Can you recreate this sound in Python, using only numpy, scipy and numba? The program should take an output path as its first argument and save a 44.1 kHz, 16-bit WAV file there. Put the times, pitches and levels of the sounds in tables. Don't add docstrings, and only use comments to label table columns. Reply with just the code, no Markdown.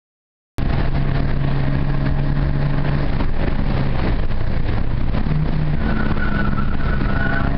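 import sys
import numpy as np
from scipy import signal
from scipy.fft import rfft, irfft
from scipy.io import wavfile
from scipy.ndimage import uniform_filter1d
from numba import njit

SR = 44100
rng = np.random.default_rng(int(sys.argv[2]) if len(sys.argv) > 2 else 0)


def level_to_linear(level):
    exponent = np.asarray(level, float) / 20
    return 10 ** exponent


def put_to_file(sound):
    columns = np.atleast_2d(sound).T
    safe = np.clip(columns, -1, 1)
    whole_steps = np.round(safe * 32767)
    wavfile.write(sys.argv[1], SR, whole_steps.astype(np.int16))


N = 333837


def level(x, db):
    return x * level_to_linear(db) / np.sqrt(np.mean(x ** 2))


def curves(table):
    time_s, *columns = np.transpose(table)
    return [np.interp(np.arange(N) / SR, time_s, column) for column in columns]


def during(table, fade_s=0.027):
    t = np.arange(N) / SR
    nearest_end_s = np.minimum(t - table[0][0], table[-1][0] - t)
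    return np.clip(nearest_end_s / fade_s, 0, 1)


def swells(events, edge=2):
    t = np.arange(0, N, 16) / SR
    total = 0
    for centre_s, height_db, length_s in events:
        distance = np.abs(2 * (t - centre_s) / length_s)
        total = total + height_db * np.exp(-np.log(2) * distance ** edge)
    return np.repeat(total, 16)[:N]


def walk(rate_hz):
    hold = int(SR / rate_hz)
    steps = np.repeat(rng.standard_normal(N // hold + 1), hold)
    smooth = uniform_filter1d(uniform_filter1d(steps, hold), hold)[:N]
    return smooth / smooth.std()


def tone(hz):
    turns = np.cumsum(hz) / SR + rng.random()
    return np.sqrt(2) * np.sin(2 * np.pi * turns)


# pitch_hz [Hz], level_db [dB per Hz]
ROAR = [(15, -27), (25, -4), (41, 3), (86, -9), (132, -10.5), (284, -18), (425, -24), (1070, -31.5),
        (1310, -35), (1830, -34), (2940, -42.5), (4510, -46), (5400, -56.5), (7020, -81), (11900, -120)]


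def roar(hz, throttle):
    firing = tone(2 * hz)
    pitch_hz, level_db = np.transpose(ROAR)
    bins_hz = np.arange(N // 2 + 1) * SR / N
    colour = level_to_linear(np.interp(np.log(bins_hz + 1), np.log(pitch_hz), level_db))
    out, shared = 0, walk(13)
    for centre_hz in 30 * 2 ** np.arange(0, 8, 2 / 3):
        octaves = np.log2((bins_hz + 1) / centre_hz)
        shape = np.cos(np.pi / 2 * np.clip(octaves * 1.5, -1, 1))
        band = irfft(rfft(rng.standard_normal(N)) * colour * shape, N)
        high = min(centre_hz / 600, 1)
        engine_db = 0.39 * firing + 0.3 * tone(hz) + 1.94 * (throttle + 2.5)
        out = out + band * level_to_linear(high * engine_db + 0.25 * shared + 1.2 * walk(20))
    tinny = np.exp(-((bins_hz - 1685) / 240) ** 2)
    firewall = irfft(rfft(rng.standard_normal(N)) * tinny, N)
    return level(out, -20.5) + np.minimum(throttle, .9) * level(firewall, -39)


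# time_s [s], pitch_hz [Hz]
BUFFET_HZ = [(.58, 19.5), (1.6, 17), (2.5, 20.7), (2.9, 15.94), (3.4, 18.4), (4.0, 15.64), (5.4, 18),
             (5.7, 16.7), (7.57, 15.17)]
# centre_s [s], depth_db [dB], length_s [s]
LULLS = [(.685, 3, 0.025), (.743, 7, 0.016), (.793, 10, 0.023), (.843, 4, 0.035), (.963, 7, 0.027),
         (1.167, 6, 0.023), (1.571, 3, 0.062), (1.756, 4, 0.052), (2.065, 6, 0.03), (2.434, 6.5, 0.062),
         (2.903, 4, 0.13), (3.008, 5.5, 0.067), (3.213, 4, 0.032), (3.422, 12, 0.041), (3.477, 7.5, 0.031),
         (3.697, 7, 0.043), (3.791, 5.5, 0.064), (4.04, 7, 0.079), (4.68, 5.5, 0.067), (4.76, 3.5, 0.054),
         (5.175, 5.5, 0.022), (5.463, 3, 0.032), (5.875, 5, 0.13), (6.101, 2.5, 0.045), (6.231, 2.5, .04),
         (6.376, 7.5, 0.031), (6.869, 6, 0.041), (7.059, 3.5, .063), (7.159, 0.5, 0.031),
         (7.448, 2.5, 0.062)]
# centre_s [s], rise_db [dB], length_s [s]
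GUSTS = [(0.893, 6.5, 0.034), (1.387, 2.5, 0.15), (1.846, 3, 0.047), (1.99, 2, 0.081), (2.135, 5, 0.047),
         (2.33, 4.9, 0.063), (2.549, 1.5, 0.054), (3.073, 3.5, 0.125), (3.367, 7, 0.21), (3.612, 1, 0.17),
         (3.936, 1.5, 0.13), (4.27, 11.5, 0.043), (4.365, 8.5, 0.064), (4.455, 6.5, 0.072),
         (4.62, 10, 0.096), (4.844, 6, 0.14), (5.05, 5.5, 0.048), (5.098, 5.5, 0.057), (5.22, -1, 0.04),
         (5.572, 0, 0.124), (5.78, 5, 0.06), (6.525, 2.5, 0.061), (6.68, 2, 0.24)]


def buffeting():
    throb_hz = curves(BUFFET_HZ)[0] * (1 + 0.08 * walk(14))
    throb = tone(throb_hz) * level_to_linear(0.37 * walk(22))
    low_band = signal.butter(2, [8, 40], "band", fs=SR, output="sos")
    eddies = signal.sosfilt(low_band, rng.standard_normal(N))
    strength_db = -15.5 + swells(GUSTS) - 1.15 * swells(LULLS)
    return level_to_linear(strength_db) * (throb + level(eddies, -9.5))


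# time_s [s], pitch_hz [Hz], level_db [dB]
AXLE = [
    (3.0, 568, -60),
    (3.4, 560, -35),
    (3.8, 550.2, -38),
    (4.35, 530, -40.5),
    (4.7, 485.4, -38.5),
    (5.0, 476, -59),
]


def axle():
    hz, db = curves(AXLE)
    return during(AXLE) * level_to_linear(db + 1.0 * walk(13)) * tone(hz * (1 + 0.02 * walk(40)))


def squeal(table, chirps, jitter, steady):
    hz, db = curves(table)
    hz = hz * (1 + jitter * walk(150) + .009 * walk(14))
    chirp_s = .045
    db = db + swells([(centre_s, rise_db, chirp_s) for centre_s, rise_db in chirps])
    patches = steady + 0.34 * walk(130) + 0.11 * walk(40)
    return during(table) * level_to_linear(db) * patches * (tone(hz) + level_to_linear(-25) * tone(2 * hz))


# time_s [s], pitch_hz [Hz], level_db [dB]
INNER_TYRE = [(5.85, 1390, -36), (6.15, 1365, -35.5), (6.45, 1350, -34), (6.9, 1335, -37),
              (7.2, 1350, -36.5), (7.4, 1370, -30.5), (7.5, 1360, -35)]
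OUTER_TYRE = [(5.75, 1506, -43), (5.9, 1497, -35.5), (6.3, 1480, -36.5), (6.7, 1462, -37), (7.0, 1473, -38),
              (7.25, 1468, -29), (7.52, 1458, -35.5)]
REAR_TYRE = [
    (7.1, 1039, -54),
    (7.27, 1092, -39),
    (7.38, 1090, -37),
    (7.46, 1167, -36),
    (7.52, 1140, -70),
]
# centre_s [s], rise_db [dB]
INNER_CHIRPS = [
    (6.02, 4),
    (6.24, 9.05),
    (6.45, 4),
    (6.6, 6.3),
    (6.71, 7),
    (6.87, 4.12),
    (7.07, 9.9),
    (7.17, 5.8),
    (7.36, 3),
]
OUTER_CHIRPS = [
    (5.8, 4.14),
    (5.9, 3),
    (6.11, 3),
    (6.23, 7.1),
    (6.391, 9.6),
    (6.92, 5),
    (7.22, 7.6),
    (7.29, 4),
    (7.37, 9.8),
]


def tyres():
    inner = squeal(INNER_TYRE, INNER_CHIRPS, jitter=0.016, steady=0.47)
    rear = squeal(REAR_TYRE, [(7.46, 2.5)], jitter=0.027, steady=0.63)
    outer = squeal(OUTER_TYRE, OUTER_CHIRPS, jitter=0.011, steady=0.65)
    return level_to_linear(4.5) * (inner + rear + outer)


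# time_s [s], crankshaft_hz [Hz], firing_boom_db [dB]
ENGINE = [(.58, 67.3, -28), (1.2, 68.41, -20), (2.98, 70.99, -20), (3.1, 70.56, -31), (3.55, 70.03, -29),
          (3.8, 68.34, -25.5), (4, 63.6, -29), (4.25, 56, -28.5), (4.5, 51.1, -26.5), (4.96, 60.3, -26),
          (5.29, 74.65, -39.5), (5.45, 77.34, -32.5), (5.8, 74.5, -31.5), (6.2, 69.37, -33), (6.5, 68, -27),
          (7.1, 67.45, -28), (7.3, 67.33, -28), (7.57, 68.47, -26.5)]
# time_s [s], throttle_opening [0-1]
THROTTLE = [(.58, 0.69), (1.3, 0.68), (1.6, 0.86), (3.0, 0.9), (3.1, 0.5), (4.2, 0.49), (4.4, 0.6),
            (5.1, .2), (5.3, 0.32), (5.9, 0.6), (6.2, 0.34), (7.05, 0.42), (7.2, 0.9), (7.57, 1)]
# centre_s [s], rise_db [dB], length_s [s]
BLIPS = [
    (5.37, 17, .18),
    (5.49, -6, .05),
    (5.655, 13, .25),
]
# centre_s [s], rise_db [dB], length_s [s]
MOUNT_LOADS = [
    (2.95, 8.5, .12),
    (3.55, 7.5, 0.28),
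    (4.0, 1.5, 0.094),
    (5.25, 4.5, .15),
    (5.97, 11.5, 0.29),
    (6.5, 10, 0.49),
    (7.2, 7, .5),
    (7.55, 7, 0.17),
]
# pitch_hz [Hz], width_hz [Hz], level_db [dB]
PANELS = [(568, 12, -41), (628.6, 29, -39), (674, 28, -36), (806, 22, -40.5), (845.5, 29, -44.5),
          (1073, 98, -47), (1640, 100, -49.5), (1869, 64, -46)]


def engine():
    hz, boom_db = curves(ENGINE)
    throttle = np.clip(curves(THROTTLE)[0], .05, 2)
    firing_db = boom_db + swells(BLIPS, edge=5)
    third_db = -35.5 + swells(MOUNT_LOADS)
    fourth_db = -48.5 + 19 * throttle
    hz = hz * (1 + 0.002032 * walk(25))
    out = level_to_linear(-36 + 7.0 * walk(12)) * tone(hz)
    for order, db in enumerate((firing_db, third_db, fourth_db), start=2):
        out = out + level_to_linear(db + 0.9 + 1.7 * walk(30)) * tone(order * hz)
    for order in range(5, 29):
        order_hz = order * hz[::64]
        ring = 0
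        for pitch_hz, width_hz, level_db in PANELS:
            ring = ring + level_to_linear(level_db) / (1 + ((order_hz - pitch_hz) / (width_hz / 2)) ** 4)
        ring = np.repeat(ring, 64)[:N]
        out = out + ring * throttle ** 2 * 1.79 * level_to_linear(0.59 * walk(30)) * tone(order * hz)
    return out, hz, throttle


def scene():
    motor, hz, throttle = engine()
    rush_db = 0.49 * swells(LULLS)
    return (level_to_linear(rush_db) * roar(hz, throttle) + buffeting() + axle() + tyres() + motor)[None]


@njit
def gain_control(x, top, lag, fall, rise, most):
    y, log_gain = np.zeros(len(x)), 0.
    for i in range(lag, len(x)):
        y[i] = x[i] * np.exp(log_gain)
        excess = max(min(abs(y[i - lag]), .48) - top, 0.)
        log_gain += rise - fall * excess
        log_gain = min(log_gain, most)
    return y


def top_cut(x):
    return signal.sosfilt(signal.butter(12, 15200, fs=SR, output="sos"), x)


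def record(dry):
    ms = SR / 1000
    x = gain_control(dry[0], top=0.19, lag=round(1.1 * ms), fall=2.71 / ms, rise=0.05 / ms, most=0.92)
    x = np.clip(x, -.522, .522)
    narrow = signal.cheby1(10, .3, 5420, fs=SR, output="sos")
    x = signal.sosfiltfilt(narrow, x)
    since_s = np.arange(N) / SR - .5833
    pop = np.exp(-np.maximum(since_s, 0) / .0025)
    x = np.clip(x * (1 - pop) + .3 * pop - .006, -.5, .5) * (since_s >= 0)
    return top_cut(x[None])


dry = scene()
out = record(dry)
put_to_file(out)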